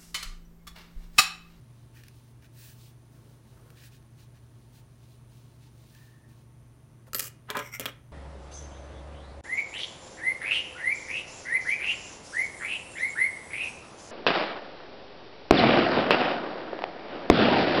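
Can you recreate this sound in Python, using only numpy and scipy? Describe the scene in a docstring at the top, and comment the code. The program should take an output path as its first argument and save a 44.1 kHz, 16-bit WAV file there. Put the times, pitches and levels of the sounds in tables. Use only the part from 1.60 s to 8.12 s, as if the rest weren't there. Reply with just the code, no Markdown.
"""A quiet room hums throughout: steady tones, a fan's air and a faintly buzzing lamp.
Thread is drawn around a yarn ball in short noisy strokes, with a few needle ticks; then it sings, pulled taut.
Small steel scissors are gripped with a soft knock, then snip with clicks, grinding and ringing blades.
Last, the scissors clatter onto a table and slide: noise bursts and friction excite its resonances."""
import sys
import numpy as np
from scipy import signal
from scipy.fft import rfft, irfft, next_fast_len
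from scipy.io import wavfile
from scipy.ndimage import map_coordinates

SR = 44100
rng = np.random.default_rng(int(sys.argv[2]) if len(sys.argv) > 2 else 0)


def materialize(psi):
    """Save the field psi as 16-bit PCM at rate SR to the path in sys.argv[1].

    A 1-D psi becomes a single channel; in a 2-D psi each row is a channel.
    """
    bounded = np.clip(np.atleast_2d(psi).T, -1, 1)
    quanta = np.round(bounded * 32767).astype(np.int16)
    wavfile.write(sys.argv[1], SR, quanta)


N = 287516  # length in samples
TOP_HZ = 16050  # upper band limit


def amp(db):
    """Turn decibels into a gain."""
    return 10 ** (np.asarray(db) / 20)


def unit(x):
    """Scale to an rms of 1."""
    return x / np.sqrt(np.mean(np.abs(x) ** 2) + 1e-20)


def along(points, hz):
    """Read a curve of (Hz, value) points, with straight lines between them on a log frequency axis."""
    f, v = np.transpose(points)
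    return np.interp(np.log(hz + 1), np.log(f + 1), v)


def wobble(rate):
    """A smooth random curve with this many random knots a second."""
    knots = rng.standard_normal(int(N * rate / SR) + 4)
    return map_coordinates(knots, [np.arange(N) * rate / SR])


def filtered(x, response):
    """Filter x by a function of frequency, scaled so that white noise keeps its power."""
    size = next_fast_len(N + SR // 2)
    gains = unit(response(np.fft.rfftfreq(size, 1 / SR)))
    return irfft(rfft(x, size) * gains, size)[:N]


def coloured(x, spectrum):
    """Give x the tone colour of (Hz, relative dB) points."""
    return filtered(x, lambda hz: amp(along(spectrum, hz)))


def resonate(x, modes, soft_hz=15000):
    """Let x ring in (Hz, width in Hz, relative dB) resonances, dulled above soft_hz as by a soft touch."""
    def response(f):
        ring = sum(amp(db) * 1j * f * width / (centre * centre - f * f + 1j * f * width)
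                   for centre, width, db in modes)
        return ring / (1 + np.sqrt(2) * 1j * f / soft_hz - (f / soft_hz) ** 2)
    return filtered(x, response)


def friction(rate, spread_db):
    """Noise of rms 1 whose strength jumps with each tiny slip."""
    return unit(rng.standard_normal(N) * amp(spread_db * wobble(rate)))


def contacts(times, levels_db, t60):
    """Brief dying noise bursts; a level is the burst's energy spread over one millisecond."""
    force, t = np.zeros(N + SR), np.arange(SR // 20) / SR
    for start, db in zip(times, levels_db):
        burst = rng.standard_normal(len(t)) * amp(-60 * t / t60)
        burst *= np.sqrt(SR / 1000 / np.sum(burst ** 2))
        force[round(start * SR):][:len(t)] += amp(db) * burst
    return force[:N]


def swell(middle, length, shape):
    """A gain that rises to 1 and falls again, staying above half power for the given length."""
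    u = np.abs(np.arange(N) / SR - middle) / (length / 2)
    return np.sqrt(.5 ** (np.minimum(u, 10) ** shape))


def strokes(rows, shape):
    """One gain curve for each dB column of (middle, length, dB, ..) rows; overlaps add in power."""
    return np.sqrt(sum(np.outer(amp(levels), swell(middle, length, shape)) ** 2
                       for middle, length, *levels in rows))


def held(start, end, attack_s, release_s, sag_db_per_s):
    """An attack, a hold that sags, then a release losing a further 60 dB in release_s."""
    t = np.arange(N) / SR
    fade_db = sag_db_per_s * np.maximum(t - start, 0) + 60 * np.maximum(t - end, 0) / release_s
    return np.clip((t - start) / attack_s, 0, 1) * amp(-fade_db)


# Mains and fan tones. Each row: pitch in Hz, level in dB.
HUM_TONES = [(119.4, -55), (71.5, -69.5), (110.6, -71.5), (145.9, -67), (221.3, -71), (328.5, -81)]
# Tone colour of the moving air. 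Each row: frequency in Hz, relative level in dB.
AIR_COLOUR = [(24, -46), (40, 0), (75, -1.5), (100, -1.5), (122, 3.5), (152, 1.5), (172, -9.5), (230, -6.5),
              (380, -11), (520, -19), (1000, -22.5), (2000, -27.5), (4500, -34.5), (15000, -41.5)]
# Resonances in the fan's air. Each row: pitch in Hz, width in Hz, relative level in dB.
FAN_MODES = [(584, 12.5, -0.5), (651, 25, 0.5), (895, 24, 1), (1085, 24, -0.5)]
# Resonances of the buzzing lamp. Each row: pitch in Hz, width in Hz, relative level in dB.
LAMP_MODES = [(6160, 200, -7.5), (9260, 120, 0), (9630, 160, -8), (9850, 93, -4.5)]
MAINS_BUZZ_HZ = 119.96  # lamp ticks a second: twice the mains frequency


def background():
    """Nearly steady hum, a fan's air, and a lamp that ticks once every half cycle of the mains."""
    t = np.arange(N) / SR
    hum = sum(np.sqrt(2) * amp(db + 0.31 * wobble(3.08)) * np.sin(2 * np.pi * hz * t + 0.16 * wobble(2.1))
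              for hz, db in HUM_TONES)
    air = amp(-57) * coloured(rng.standard_normal(N), AIR_COLOUR)
    fan = amp(-73.5) * resonate(rng.standard_normal(N), FAN_MODES, soft_hz=1450)
    since_tick = (t * MAINS_BUZZ_HZ % 1 - .5) / MAINS_BUZZ_HZ  # seconds from the nearest tick
    ticks = unit(np.sinc(2 * TOP_HZ * since_tick))
    sizzle = unit(np.cos(np.pi * MAINS_BUZZ_HZ * since_tick) ** 2 * rng.standard_normal(N))
    lamp = amp(-79.5) * resonate(ticks + amp(-1) * sizzle, LAMP_MODES, soft_hz=14900)
    return hum + air + fan + lamp


# Strokes of thread. Each row: middle in seconds, length in seconds, then three levels in dB before
# any trim in thread(): rub on the fingers, rustle of the yarn, hiss of the fibres.
THREAD_STROKES = [(.382, 0.058, -57.5, -74, -63.5), (.456, 0.054, -62.5, -72, -74),
                  (.57, .046, -88, -88, -71.5), (.694, .047, -84, -82, -73), (.846, 0.035, -59, -76, -69),
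                  (1.05, 0.13, -59.5, -63.5, -54), (1.238, .11, -80, -62.5, -62),
                  (1.55, .06, -75, -79, -70), (2.192, 0.048, -59.5, -64, -67),
                  (2.252, 0.053, -57, -62, -57.5), (2.345, 0.052, -64, -67, -66),
                  (2.611, 0.053, -67, -64.5, -69), (2.765, 0.037, -69, -72, -79),
                  (3.169, 0.058, -68, -65.5, -65), (3.442, 0.043, -80, -71, -76),
                  (4.05, 0.073, -74, -67.5, -78), (4.403, 0.15, -68, -71.5, -69),
                  (4.71, .044, -70, -75, -72)]
# Tone colours of the rub, the yarn and the fibres. Each row: frequency in Hz, relative level in dB.
RUB_COLOUR = [(700, -34), (1300, -12), (1520, -0.5), (1800, 2), (2120, -9), (2400, 0), (2850, -4),
              (3400, -10), (4300, -11), (6000, -11), (8000, -22)]
YARN_COLOUR = [(1200, -29), (2100, -8), (2600, -2.5), (3300, -2), (4100, -1), (4900, -4), (6500, -6.5),
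               (9000, -12), (15000, -18)]
FIBRE_COLOUR = [(2500, -12), (3800, 0.5), (7000, -1), (9000, 1.5), (12000, -3), (15500, 6), (18000, -10)]
# Needle and fingernail ticks. Each row: start in seconds, level in dB before the trims in thread().
NEEDLE_TICKS = [(0.4364, -42.5), (0.467, -49), (0.4828, -38.5), (2.1032, -44.5), (2.426, -56), (4.349, -45)]
# Skin rubbing on the ball and on the scissor grips.
# Each row: middle in seconds, length in seconds, level in dB.
PALM_RUBS = [(1.66, 0.2, -66.5), (2.04, .22, -63), (5.479, 0.017, -56)]
# Tone colour of skin. Each row: frequency in Hz, relative level in dB.
SKIN_COLOUR = [(200, -13), (400, -2.5), (540, -3), (750, -14), (1300, -11), (2500, -27)]
STROKE_SHAPE = 3.1  # 2 = bell-shaped swell, higher = flatter top
# faint stirring of the fibres while the thread is handled; the hiss level is before its trim
HANDLING_END_S, STIR_RUSTLE_DB, STIR_HISS_DB, STIR_SWING_DB = 4.8, -77, -80, 4.5


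def thread():
    """Each stroke swells and fades as fibres slide; the needle ticks on a nail, skin rubs ball and grips."""
    rub_gain, rustle_gain, hiss_gain = strokes(THREAD_STROKES, STROKE_SHAPE)
    stir = held(0, HANDLING_END_S, attack_s=0.015, release_s=0.54, sag_db_per_s=0)
    stir = stir * amp(STIR_SWING_DB * wobble(11))
    # strokes and stirring add in power
    rustle_gain = np.hypot(rustle_gain, amp(STIR_RUSTLE_DB) * stir)
    hiss_gain = np.hypot(hiss_gain, amp(STIR_HISS_DB) * stir)
    rub = amp(-3.5) * rub_gain * coloured(friction(rate=340, spread_db=2.5), RUB_COLOUR)
    rustle = rustle_gain * coloured(friction(rate=250, spread_db=1.5), YARN_COLOUR)
    hiss = amp(-1.5) * hiss_gain * coloured(friction(rate=710, spread_db=1.5), FIBRE_COLOUR)
    palm = strokes(PALM_RUBS, STROKE_SHAPE)[0] * coloured(friction(rate=120, spread_db=1.2), SKIN_COLOUR)
    tick_force = contacts(*np.transpose(NEEDLE_TICKS), t60=0.016)
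    ticks = amp(-6.5) * coloured(tick_force, RUB_COLOUR) + amp(-13) * coloured(tick_force, FIBRE_COLOUR)
    return rub + rustle + hiss + palm + ticks


# the taut thread sings while it is pulled, and twangs once as it catches
TAUT_START_S, TAUT_END_S, TAUT_HZ, TAUT_DB, TAUT_SAG_DB_PER_S = 4.3, 4.69, 1790, -68, 15
TWANG_S, TWANG_DB, TWANG_T60_S = 4.35, -58, .06


def taut_thread():
    """Stick-slip on the stretched thread gives a thin note, unsteady in pitch and loudness."""
    pull = held(TAUT_START_S, TAUT_END_S, attack_s=0.057, release_s=.3, sag_db_per_s=TAUT_SAG_DB_PER_S)
    twang = held(TWANG_S, TWANG_S, attack_s=0.0012, release_s=TWANG_T60_S, sag_db_per_s=0)
    gain = amp(TAUT_DB) * pull + amp(TWANG_DB) * twang
    phase = 2 * np.pi * np.cumsum(TAUT_HZ * (1 + .035 * wobble(350))) / SR
    return np.sqrt(2) * gain * amp(2.8 * wobble(70)) * np.sin(phase)


# edge grinds along edge, lightly at first, then biting through the fibres
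CLOSE_START_S, CLOSE_DB = 5.55, -48.5
BITE_START_S, BITE_END_S, BITE_DB, BITE_SAG_DB_PER_S = 5.618, 5.682, -41, 63
FIBRE_SNAPS_PER_S, FIBRE_SNAP_DB, FIBRE_SCATTER_DB = 170, 6, 1  # snap level is over the grinding


def fibre_snaps(count):
    """Fibres part one after another under the blades, unevenly in time and strength."""
    chance = rng.standard_normal((count, 2))
    times = BITE_START_S + (np.arange(count) + .5 + .25 * chance[:, 0]) / FIBRE_SNAPS_PER_S
    return contacts(times, FIBRE_SNAP_DB + FIBRE_SCATTER_DB * chance[:, 1], t60=0.0055)


# A soft knock as the handles are gripped, then blades catching as they close.
# Each row: start in seconds, edge click in dB, handle knock in dB, blade ring in dB.
SCISSOR_KNOCKS = [(5.4696, -70, -55, -85), (5.533, -30, -30, -52), (5.5468, -19.5, -29.5, -44),
                  (5.5516, -28, -27.5, -31), (5.563, -31, -37, -60), (5.5845, -28, -37, -60),
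                  (5.5944, -18.5, -44, -48), (5.5978, -22.5, -28, -62), (5.605, -23, -36, -60)]
# Tone colour of the steel edges. Each row: frequency in Hz, relative level in dB.
EDGE_COLOUR = [(1500, -14), (3000, -7), (3900, -8), (4400, -2.5), (5000, -2), (5600, -3), (6300, 0.5),
               (7700, 0), (8400, -3), (9300, -2), (10100, -2), (11000, -3.5), (13400, 0), (15000, -1.5),
               (16500, -0.5), (19000, -30)]
# Resonances of the handles. Each row: pitch in Hz, width in Hz, relative level in dB.
HANDLE_MODES = [(500, 140, -7.5), (910, 320, -15), (1320, 105, 3), (1760, 430, -2), (2240, 93, -16),
                (2460, 78, -1.5), (2820, 160, -1), (3190, 84, -7.5)]
# The tabletop's low resonances. Each row: pitch in Hz, width in Hz, relative level in dB.
BOARD_MODES = [(237, 28, -6), (277, 28, 2.5), (425, 26, 1), (532, 44, 2.5), (566, 32, -6)]


def snip():
    """After a soft knock of the gripped handles, the blades catch and grind shut through the thread."""
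    times, edge_db, knock_db, _ = np.transpose(SCISSOR_KNOCKS)
    closing = amp(CLOSE_DB) * held(CLOSE_START_S, BITE_START_S, attack_s=.003, release_s=0.05, sag_db_per_s=0)
    bite = amp(BITE_DB) * held(BITE_START_S, BITE_END_S, attack_s=0.0024, release_s=0.027,
                               sag_db_per_s=BITE_SAG_DB_PER_S)
    grind = (closing + bite) * friction(rate=700, spread_db=2.0) + bite * fibre_snaps(count=11)
    edge = coloured(contacts(times, edge_db, t60=0.011) + grind, EDGE_COLOUR)
    knock = contacts(times, knock_db, t60=0.005) + amp(-11) * grind
    handle = resonate(knock, HANDLE_MODES, soft_hz=6160)
    board = amp(-12.0) * resonate(knock, BOARD_MODES, soft_hz=1500)
    return edge + handle + board


# Ringing tones of the blades. Each row: pitch in Hz, relative level in dB, time to fall 60 dB in seconds.
BLADE_MODES = [(9290, -7, 0.036), (11580, -11, 0.21), (12276, 0.5, 0.18), (14500, 3, .03)]


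def blades():
    """Every catch leaves the steel ringing in the same dying tones; the grip knock's ring is near silent."""
    ring, t = np.zeros(N + SR), np.arange(SR // 2) / SR
    one_ring = sum(amp(db - 60 * t / t60) * np.sin(2 * np.pi * hz * t) for hz, db, t60 in BLADE_MODES)
    for start, _, _, ring_db in SCISSOR_KNOCKS:
        ring[round(start * SR):][:len(t)] += amp(ring_db) * one_ring
    return ring[:N]


# chatter after a landing: first gap, each gap over the one before, and losses per bounce
BOUNCE_S, BOUNCE_SHRINK, METAL_LOSS_DB, THUD_LOSS_DB = .0045, .75, 7, 2.5


def chatter(times, levels_db, loss_db, t60, count):
    """Each landing is followed by ever quicker, ever weaker bounces; count includes the landing."""
    delays = np.cumsum([0, *(BOUNCE_S * BOUNCE_SHRINK ** np.arange(count - 1))])
    return sum(contacts(times + delay, levels_db - k * loss_db, t60) for k, delay in enumerate(delays))


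# Scissors landing on the table. Each row: start in seconds, edge click in dB, shank clack in dB,
# table thud in dB before its trim in set_down(), push of the weight in dB.
LANDINGS = [(5.9024, -29, -27, -22, -34), (5.9524, -43, -48, -25, -34), (5.9697, -29.5, -30, -21.5, -25),
            (5.9915, -33, -35, -25.5, -39), (6.197, -24.5, -30.5, -50, -28.5),
            (6.2088, -33, -38, -55, -31.5), (6.2567, -28.5, -21, -42, -30)]
# Drags of the scissors over the table. Each row: middle in seconds, length in seconds,
# scrape in dB before the trims in set_down(), squeak in dB, dull grating in dB.
DRAGS = [(5.898, 0.0094, -62, -80, -37.5), (5.92, 0.036, -46, -73, -48), (5.959, 0.013, -48, -70, -30),
         (5.997, 0.036, -39.5, -50, -44), (6.058, 0.052, -55, -47.5, -62), (6.147, 0.025, -60, -38, -70),
         (6.228, 0.032, -42.5, -50, -65), (6.282, 0.023, -41, -49, -51)]
# Resonances of the shanks, table, squeak and grating.
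# Each row: pitch in Hz, width in Hz, relative level in dB.
SHANK_MODES = [(1330, 75, -11), (1800, 250, -6), (2370, 270, -0.5), (2800, 230, -2), (3220, 190, .5)]
TABLE_MODES = [(426.6, 13, 2), (582, 16, -1), (760, 30, -11), (913, 10.6, 3), (1018, 22, 2),
               (1140, 25, -6.5), (1224, 28, 1), (1343, 85, -6), (1620, 52, -3), (1953, 20, 1),
               (2335, 50, -2.5)]
SQUEAK_MODES = [(1418, 49, -3.5), (2117, 98, 3.5), (2220, 65, -1.5), (5640, 330, -6.5), (7500, 1300, -18.5),
                (12800, 1000, -13), (14900, 700, -20)]
GRATING_MODES = [(1066, 240, -0.5), (1410, 400, 2.5)]


def set_down():
    """The scissors rattle onto the table, scrape and squeak, shaking both steel and tabletop."""
    times, edge_db, clack_db, thud_db, weight_db = np.transpose(LANDINGS)
    scrape_gain, squeak_gain, grating_gain = strokes(DRAGS, shape=2.1)
    scrape = scrape_gain * friction(rate=240, spread_db=3.0)
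    click = chatter(times, edge_db, METAL_LOSS_DB, t60=0.014, count=4)
    edge = coloured(click + amp(-16) * scrape, EDGE_COLOUR)
    clack = chatter(times, clack_db, METAL_LOSS_DB, t60=0.0033, count=4)
    shanks = resonate(clack, SHANK_MODES, soft_hz=5000)
    handle = amp(-2.5) * resonate(scrape, HANDLE_MODES, soft_hz=4060)
    thud = chatter(times, thud_db, THUD_LOSS_DB, t60=0.0068, count=4)
    table = amp(-1.5) * resonate(thud + amp(-22) * scrape, TABLE_MODES, soft_hz=2260)
    weight = np.zeros(N)  # one single-sample push per landing
    weight[np.round(times * SR).astype(int)] = amp(weight_db) * np.sqrt(SR / 1000)
    board = resonate(weight + amp(-8) * scrape, BOARD_MODES, soft_hz=660)
    squeak = squeak_gain * resonate(friction(rate=500, spread_db=3), SQUEAK_MODES, soft_hz=15000)
    grating = grating_gain * resonate(friction(rate=430, spread_db=2), GRATING_MODES, soft_hz=2000)
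    return edge + shanks + handle + table + board + squeak + grating


# How long the room rings. Each row: frequency in Hz, time to fall 60 dB in seconds.
ROOM_DECAY = [(200, 0.37), (2000, .36), (6000, 0.24), (15000, 0.14)]


def room(x):
    """A small room's tail: noise that starts a moment late and loses its treble first."""
    hz, t, noise = signal.stft(rng.standard_normal(SR // 2), SR, nperseg=256)
    fading = noise * amp(-60 * t / along(ROOM_DECAY, hz)[:, None])
    tail = signal.istft(fading, SR, nperseg=256)[1]
    tail = np.pad(tail / np.linalg.norm(tail), (SR // 300, 0))
    return signal.fftconvolve(x, tail)[:N]


def scene():
    """Hands, snip and table sound directly and, more softly, through the room, over the background."""
    yarn = thread() + taut_thread()
    cut = snip() + blades()
    table = set_down()
    to_room = amp(-14.0) * yarn + amp(-11.5) * cut + amp(-13.5) * table
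    return (yarn + cut + table + room(to_room) + background())[None]


def record(dry):
    """The recorder's band limit: a 400 Hz wide slope around TOP_HZ, and nothing above it."""
    hz = np.fft.rfftfreq(N, 1 / SR)
    return irfft(rfft(dry) * np.clip((TOP_HZ - hz) / 400 + .5, 0, 1), N)


dry = scene()
out = record(dry)
materialize(out)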